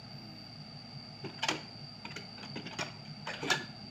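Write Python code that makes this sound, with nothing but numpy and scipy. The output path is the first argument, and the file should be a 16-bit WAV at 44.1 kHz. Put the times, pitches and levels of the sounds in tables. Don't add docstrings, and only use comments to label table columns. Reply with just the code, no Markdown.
import sys
import numpy as np
from scipy import signal
from scipy.fft import rfft, irfft, next_fast_len
from scipy.io import wavfile
from scipy.ndimage import uniform_filter1d, map_coordinates

SR = 44100
rng = np.random.default_rng(int(sys.argv[2]) if len(sys.argv) > 2 else 0)


def output_pcm(signal):
    pcm = np.clip(np.atleast_2d(signal).T, -1, 1) * 32767
    wavfile.write(sys.argv[1], SR, np.round(pcm).astype(np.int16))


def voltage_ratio(decibels):
    exponent = np.asarray(decibels, float) / 20
    return 10 ** exponent


N = 171990


def unit(x):
    return x / np.sqrt(np.mean(x ** 2) + 1e-20)


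def along(points, hz):
    point_hz, value = np.transpose(points)
    return np.interp(np.log(hz + 1), np.log(point_hz + 1), value)


def curves(rows):
    s, *columns = np.transpose(rows)
    return [np.interp(np.arange(N) / SR, s, column) for column in columns]


def wobble(rate):
    knots = rng.standard_normal(int(N / SR * 200) + 4)
    return map_coordinates(knots, [np.arange(N) * rate / SR])


def filtered(x, response):
    size = next_fast_len(len(x) + 8192)
    return irfft(rfft(x, size) * response(np.fft.rfftfreq(size, 1 / SR)), size)[:len(x)]


def ringing(modes):
    def response(f):
        total = 0
        for k, (hz, width, db) in enumerate(modes):
            damping = 1j * f * width
            total = total + (-1) ** k * voltage_ratio(db) * damping / (hz * hz - f * f + damping)
        return total
    return response


def narrow(hz, width_hz, steep=2):
    return unit(filtered(rng.standard_normal(N), lambda f: np.exp(-np.abs((f - hz) / width_hz) ** steep)))


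def rush(spectrum, patchy_db):
    z = signal.stft(rng.standard_normal(N + 512), nperseg=512)[2]
    patches = uniform_filter1d(rng.standard_normal(z.shape), size=5, axis=0)
    patches = uniform_filter1d(patches, size=10, axis=1)
    noise = signal.istft(z * voltage_ratio(patchy_db * unit(patches)), nperseg=512)[1][:N]
    return unit(filtered(noise, lambda hz: voltage_ratio(along(spectrum, hz))))


def glide(rows, waver_db, rate):
    before = (rows[0][0] - .02, rows[0][1], -130)
    after = (rows[-1][0] + .02, rows[-1][1], -130)
    hz, db = curves([before, *rows, after])
    return np.sqrt(2) * voltage_ratio(db + waver_db * wobble(rate)) * np.sin(2 * np.pi * np.cumsum(hz) / SR)


def engine():
    # start_s, pitch_hz
    engine_speed = [
        (0, 108.3),
        (1.5, 108.8),
        (2.3, 109.1),
        (3.9, 109.4),
    ]
    # multiple of the turning speed, level_db (rms)
    piston_tones = [(2, -66.5), (4, -58.5), (9, -60.5), (18, -81.5)]
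    # pitch_hz, width_hz, level_db (rms)
    cab_hum = [(145.2, 34, -58), (208.2, 14.6, -60), (179.5, 102, -59.5), (121, 17, -65.5)]
    # pitch_hz, width_hz, level_db (rms)
    shroud_tones = [(733, 293, -60.5), (2190, 260, -69), (5576, 230, -75), (1254, 46, -75.5),
                    (2705, 430, -69)]
    # pitch_hz, level_db (per Hz)
    body_spectrum = [(25, -12), (45, -31), (85, -11), (110, -10), (255, -9), (300, -16), (520, -21.5),
                     (1100, -26)]
    # pitch_hz, level_db (per Hz)
    fan_spectrum = [(900, -44), (1200, 6.5), (2300, -0.5), (3500, -1.5), (5600, -8), (7500, -14.5),
                    (12500, -30), (15300, -24.5)]
    # start_s, pitch_hz, level_db (rms)
    valve_moan = [
        (.1, 335, -75),
        (.25, 326.7, -59.5),
        (.45, 295, -65),
        (.65, 283, -95),
    ]
    unsteady = 0.003
    lope_db = 1
    body_db, fan_db = -56.5, -63

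    turn = np.pi / 2 * np.cumsum(curves(engine_speed)[0] * (1 + unsteady * wobble(8))) / SR
    out = glide(valve_moan, waver_db=-0.5, rate=10)
    for multiple, db in piston_tones:
        strength = np.sqrt(2) * voltage_ratio(db + lope_db * wobble(5.78))
        out += strength * np.sin(multiple * turn + rng.uniform(0, 8.4))
    for hz, width, db in cab_hum:
        out += voltage_ratio(db + 2.6 * wobble(7.7)) * narrow(hz, width / 2)
    for hz, width, db in shroud_tones:
        out += voltage_ratio(db + 0.78 * wobble(5.36)) * narrow(hz, width * 0.53, steep=4.5)
    out += voltage_ratio(body_db) * rush([(10, -120), *body_spectrum, (3000, -120)], patchy_db=1.5)
    out += voltage_ratio(fan_db) * rush([(500, -120), *fan_spectrum], patchy_db=.8)
    return out


def insects():
    # start_s, level_db
    cicada_swell = [
        (0.0, -51.5),
        (0.39, -50.5),
        (2.03, -50),
        (2.41, -48),
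        (2.81, -52.5),
        (3.9, -51),
    ]
    # start_s, pitch_hz, level_db (rms)
    cricket_song = [
        (.07, 13500, -105),
        (.12, 14000, -85),
        (.25, 14100, -82),
        (.46, 14100, -83),
        (.5, 13800, -93),
        (.58, 13850, -99),
    ]
    # start_s, level_db (peak)
    twig_ticks = [
        (0.159, -64),
        (0.4544, -72),
        (0.6624, -71),
    ]
    cicada_db, overtone_db = -52.5, -35

    swell_db, = curves(cicada_swell)
    chorus = narrow(4679, 186, steep=4.8) * voltage_ratio(0.51 * wobble(8.56))
    chorus += voltage_ratio(overtone_db) * narrow(9520, 330)
    chorus *= voltage_ratio(cicada_db + swell_db - swell_db.mean())
    flutter = 1 + .35 * np.sin(2 * np.pi * 320 * np.arange(N) / SR)
    cricket = glide(cricket_song, waver_db=1.0, rate=29) * flutter
    ticks = np.zeros(N)
    for s, db in twig_ticks:
        ticks[round(s * SR)] = voltage_ratio(db + 18)
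    return chorus + cricket + filtered(ticks, ringing([(15000, 2500, 0)]))


def surges():
    # start_s (middle of the lump), level_db (peak)
    pump_pulls = [(0.146, -44.5), (0.301, -52), (0.604, -46.5), (0.758, -43), (0.957, -44.5),
                  (1.258, -43.5), (1.545, -49), (1.835, -43), (2.119, -46.0), (2.544, -44.5), (2.644, -46),
                  (2.839, -44.0), (3.01, -46.5), (3.108, -44.0), (3.229, -46.5), (3.446, -42.0),
                  (3.574, -41), (3.703, -46.0)]
    boom_hz, lump_s = 144.1, 0.03
    t = np.arange(N) / SR
    lumps = sum(voltage_ratio(db) * np.exp(-((t - s) / lump_s) ** 2) for s, db in pump_pulls)
    hz = boom_hz * (1 + 0.02993 * wobble(9))
    return lumps * np.sin(2 * np.pi * np.cumsum(hz) / SR)


def contact(shape, modes, top_hz, favoured=()):
    grain, grit_db = 40, 2
    widen, detune, recolour_db = 2.6, .04, 2
    favour_db, favour_q, away_db_per_octave = 4.5, 7.64, 2.5

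    lumps = np.repeat(rng.standard_normal(len(shape) // grain + 1), grain)[:len(shape)]
    grit = rng.standard_normal(len(shape)) * voltage_ratio(grit_db * lumps)
    luck = rng.standard_normal((len(modes), 2))
    picked = [(hz, hz / favour_q, favour_db) for hz in favoured]
    for (hz, width, db), (pitch_luck, level_luck) in zip(modes, luck):
        away_db = away_db_per_octave * sum(abs(np.log2(hz / best)) for best in favoured)
        picked.append((hz * (1 + detune * pitch_luck), widen * width, db + recolour_db * level_luck - away_db))
    answer = ringing(sorted(picked))
    rung = filtered(unit(grit) * shape, lambda f: answer(f) / (1 + 1j * f / top_hz) ** 3)
    return rung / np.sqrt(np.sum(rung ** 2) / np.sum(shape ** 2))


def bucket():
    # start_s, level_db (peak), treble_db (over the peak), fade_s (by 60 dB), pitch_hz (loudest)
    stone_knocks = [(1.2462, -39, -28, 0.16, 995), (1.433, -24, -21, 0.084, 2960),
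                    (1.4861, -19.5, -14, 0.068, 2010), (2.0529, -34.5, -26.5, 0.053, 2160),
                    (2.1633, -34, -17.5, 0.11, 2918), (2.377, -44.5, -29, 0.28, 1590),
                    (2.4301, -38, -24, 0.077, 790), (2.5575, -38.5, -41, 0.086, 930),
                    (2.595, -43.5, -35, 0.052, 3150), (2.7123, -39, -37, 0.05, 3050),
                    (2.7877, -30, -18, 0.21, 1800), (2.809, -31, -12.5, 0.068, 1076),
                    (3.05, -51.5, -21, 0.27, 2250), (3.272, -31.5, -21, 0.07, 950),
                    (3.3353, -35, -22, 0.11, 2870), (3.503, -20, -13, 0.043, 980)]
    # start_s (at the peak), level_db, treble_db (over it), half_length_s, pitch_hz (loudest)
    soil_rubs = [(1.238, -53, -42, 0.0064, 710), (1.299, -47.5, -25, 0.0054, 3300),
                 (1.342, -52, -27, 0.011, 1420), (1.39, -45.5, -27, 0.014, 1600),
                 (1.428, -30.5, -19, 0.0044, 3140), (1.441, -35, -13, 0.013, 900),
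                 (1.513, -26, -23, 0.0056, 900), (1.552, -49, -36, 0.011, 2750),
                 (2.118, -42, -24, 0.0089, 1760), (2.452, -44, -23, 0.013, 900),
                 (2.573, -38.5, -24, .01, 2120), (2.67, -40, -26, 0.017, 1470),
                 (2.735, -41, -26, 0.013, 815), (2.827, -32, -34, 0.0057, 670),
                 (3.301, -36.5, -24, 0.029, 1660), (3.395, -46, -38, .03, 1600),
                 (3.438, -38, -21, 0.025, 1580), (3.485, -32.5, -25, 0.019, 2430),
                 (3.517, -23.5, -17.5, 0.015, 1670), (3.538, -34, -21, 0.024, 900)]
    # start_s, level_db (peak), fade_s (by 60 dB), pitch_hz (loudest)
    arm_thuds = [(1.246, -31.5, 0.063, 386.4), (1.262, -41, 0.11, 291), (1.49, -32, 0.15, 334),
                 (1.509, -31.5, 0.14, 423), (2.054, -42.5, 0.11, 420), (2.162, -40, 0.14, 410),
                 (2.389, -49.5, 0.24, 461), (2.559, -31, 0.11, 385), (2.66, -38.5, 0.064, 320),
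                 (2.79, -29, 0.042, 320), (2.81, -35, 0.08, 630), (3.272, -41.5, 0.51, 593),
                 (3.426, -28, 0.15, 269), (3.503, -30.5, 0.23, 351), (3.573, -43.5, 0.36, 237)]
    # pitch_hz, width_hz, level_db
    steel_modes = [(640, 130, -3.5), (852, 100, 1), (1426, 47, 2), (1665, 178, -1.5), (2020, 122, -1.5),
                   (2297, 102, 2), (2622, 74, 2.5), (2960, 81, 3), (3600, 83, 1), (4120, 400, -10)]
    # pitch_hz, width_hz, level_db
    teeth_modes = [(4312, 96, -13), (4563, 324, 20), (5720, 98, 20), (6050, 100, 9.5), (6650, 350, 20),
                   (11800, 8200, 4)]
    # pitch_hz, width_hz, level_db
    arm_modes = [(153, 24.6, -2.5), (236, 44, -6), (320, 18.6, -3), (385, 15, 1), (443, 16.6, -1.5),
                 (470, 27, -10.5)]
    # pitch_hz, level_db
    teeth_reach = [(7300, 0.5), (8200, -6.5), (12900, -9), (14200, -19), (15000, 0)]
    knock_rise_s, thud_rise_s = 0.0046, 0.0035
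    steel_db, teeth_db, arm_db = -5, 5, -3.5
    steel_top_hz, teeth_top_hz, arm_top_hz = 4850, 19400, 900

    out, bright = np.zeros(N + SR), np.zeros(N + SR)
    lead = SR // 20
    t = np.arange(-lead, SR // 5) / SR

    def blow(rise_s, fade_s):
        return np.clip(t / rise_s + 1, 0, 1) ** 2 * voltage_ratio(-60 * np.maximum(t, 0) / fade_s)

    touches = [(s, db, treble_db, blow(knock_rise_s, fade_s), hz)
               for s, db, treble_db, fade_s, hz in stone_knocks]
    touches += [(s, db, treble_db, np.exp(-(t / half_s) ** 2), hz)
                for s, db, treble_db, half_s, hz in soil_rubs]
    for s, db, treble_db, shape, hz in touches:
        place = slice(round(s * SR) - lead, round(s * SR) - lead + len(t))
        out[place] += voltage_ratio(db + steel_db) * contact(shape, steel_modes, steel_top_hz, [hz])
        teeth = contact(shape ** 1.25, teeth_modes, teeth_top_hz)
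        bright[place] += voltage_ratio(db + teeth_db + treble_db) * teeth
    for s, db, fade_s, hz in arm_thuds:
        thud = contact(blow(thud_rise_s, fade_s), arm_modes, arm_top_hz, [hz])
        out[round(s * SR) - lead:][:len(t)] += voltage_ratio(db + arm_db) * thud
    return out[:N] + filtered(bright[:N], lambda f: voltage_ratio(along(teeth_reach, f)))


def pings():
    # start_s (at the peak), level_db (peak), pitch_hz
    single_rings = [(1.393, -52, 2710), (1.434, -29.5, 3020), (1.442, -35, 907), (1.443, -34.5, 4995),
                    (1.487, -42, 5813), (1.487, -35, 6560), (1.489, -27.5, 3229), (1.49, -32, 2500),
                    (1.557, -65, 6450), (1.557, -46, 2650), (1.566, -44, 2820), (2.054, -42, 935),
                    (2.056, -41.5, 2440), (2.109, -46, 2690), (2.111, -47, 2030), (2.164, -42, 1410),
                    (2.165, -51, 6000), (2.166, -46, 6760), (2.429, -55, 6500), (2.432, -47, 3273),
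                    (2.434, -45, 2570), (2.451, -54, 6600), (2.453, -58, 6000), (2.564, -46, 2040),
                    (2.673, -44, 2780), (2.674, -46.5, 5469), (2.714, -53, 2540), (2.732, -55, 6500),
                    (2.734, -45.5, 896), (2.79, -40, 6632), (2.813, -33.5, 5580), (2.867, -45, 2600),
                    (2.887, -47, 2250), (2.905, -50, 2850), (3.275, -37, 908), (3.281, -47, 2510),
                    (3.294, -43, 1630), (3.295, -43, 2400), (3.3, -44, 840), (3.304, -42, 1700),
                    (3.304, -38, 2500), (3.305, -46, 5270), (3.315, -39, 1755), (3.317, -46.5, 514),
                    (3.337, -56, 6370), (3.34, -44, 1490), (3.343, -44, 3130), (3.424, -46, 2454),
                    (3.432, -39, 890), (3.433, -56, 6330), (3.435, -49, 5770), (3.503, -43, 6500),
                    (3.505, -28, 5570), (3.514, -36.5, 7060), (3.518, -24.5, 1703), (3.541, -32.5, 888),
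                    (1.25, -37.5, 395), (1.275, -42, 319), (1.507, -35.5, 900), (2.599, -49, 3229),
                     (2.793, -36, 2900), (2.81, -40, 1470), (2.816, -33, 2386), (2.828, -38, 645),
                     (3.06, -49.5, 2360), (3.477, -41, 2239), (3.506, -33, 757), (3.507, -35, 2325),
                     (3.518, -30.5, 3540)]
    rise_s, fade_s, usual_hz = 0.0034, 0.024, 2500
    pings_db = 2
    out, lead = np.zeros(N), SR // 50
    t = np.arange(-lead, SR // 10) / SR
    for s, db, hz in single_rings:
        slow = np.sqrt(usual_hz / hz)
        rise = np.exp(-(np.minimum(t, 0) / (rise_s * slow)) ** 2)
        fade = voltage_ratio(-60 * np.maximum(t, 0) / (fade_s * slow))
        out[round(s * SR) - lead:][:len(t)] += voltage_ratio(db + pings_db) * rise * fade * np.sin(2 * np.pi * hz * t)
    return out


def trees(x):
    # pitch_hz, fade_s (by 60 dB)
    wood_fade = [(200, 0.54), (2000, 0.47), (6000, 0.36), (12000, 0.28)]
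    out, step, delay = np.zeros(N + SR), 3072, 600
    hz, t, z = signal.stft(rng.standard_normal((N // step + 1, SR // 3)), SR, nperseg=256)
    fade = voltage_ratio(-60 * t / along(wood_fade, hz)[:, None])
    tails = signal.istft(z * fade, SR, nperseg=256)[1]
    for k, tail in enumerate(tails):
        echo = signal.fftconvolve(x[k * step:][:step], tail / np.linalg.norm(tail))
        out[k * step + delay:][:len(echo)] += echo
    return out[:N]


def scene():
    background = engine() + insects() + surges()
    steel, rings = bucket(), pings()
    answer = voltage_ratio(-10) * trees(steel + voltage_ratio(-4.5) * rings)
    return (background + steel + rings + answer)[None]


def low_pass(x):
    return signal.sosfilt(signal.butter(12, 16310, fs=SR, output="sos"), x)


def record(dry):
    low_hz, top_hz = 38.3, 15560

    def microphone(f):
        bass = 1j * f / low_hz
        return (f < top_hz) * (bass / (1 + bass)) ** 3

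    heard = filtered(dry[0], microphone)
    return low_pass(heard[None])


dry = scene()
out = record(dry)
output_pcm(out)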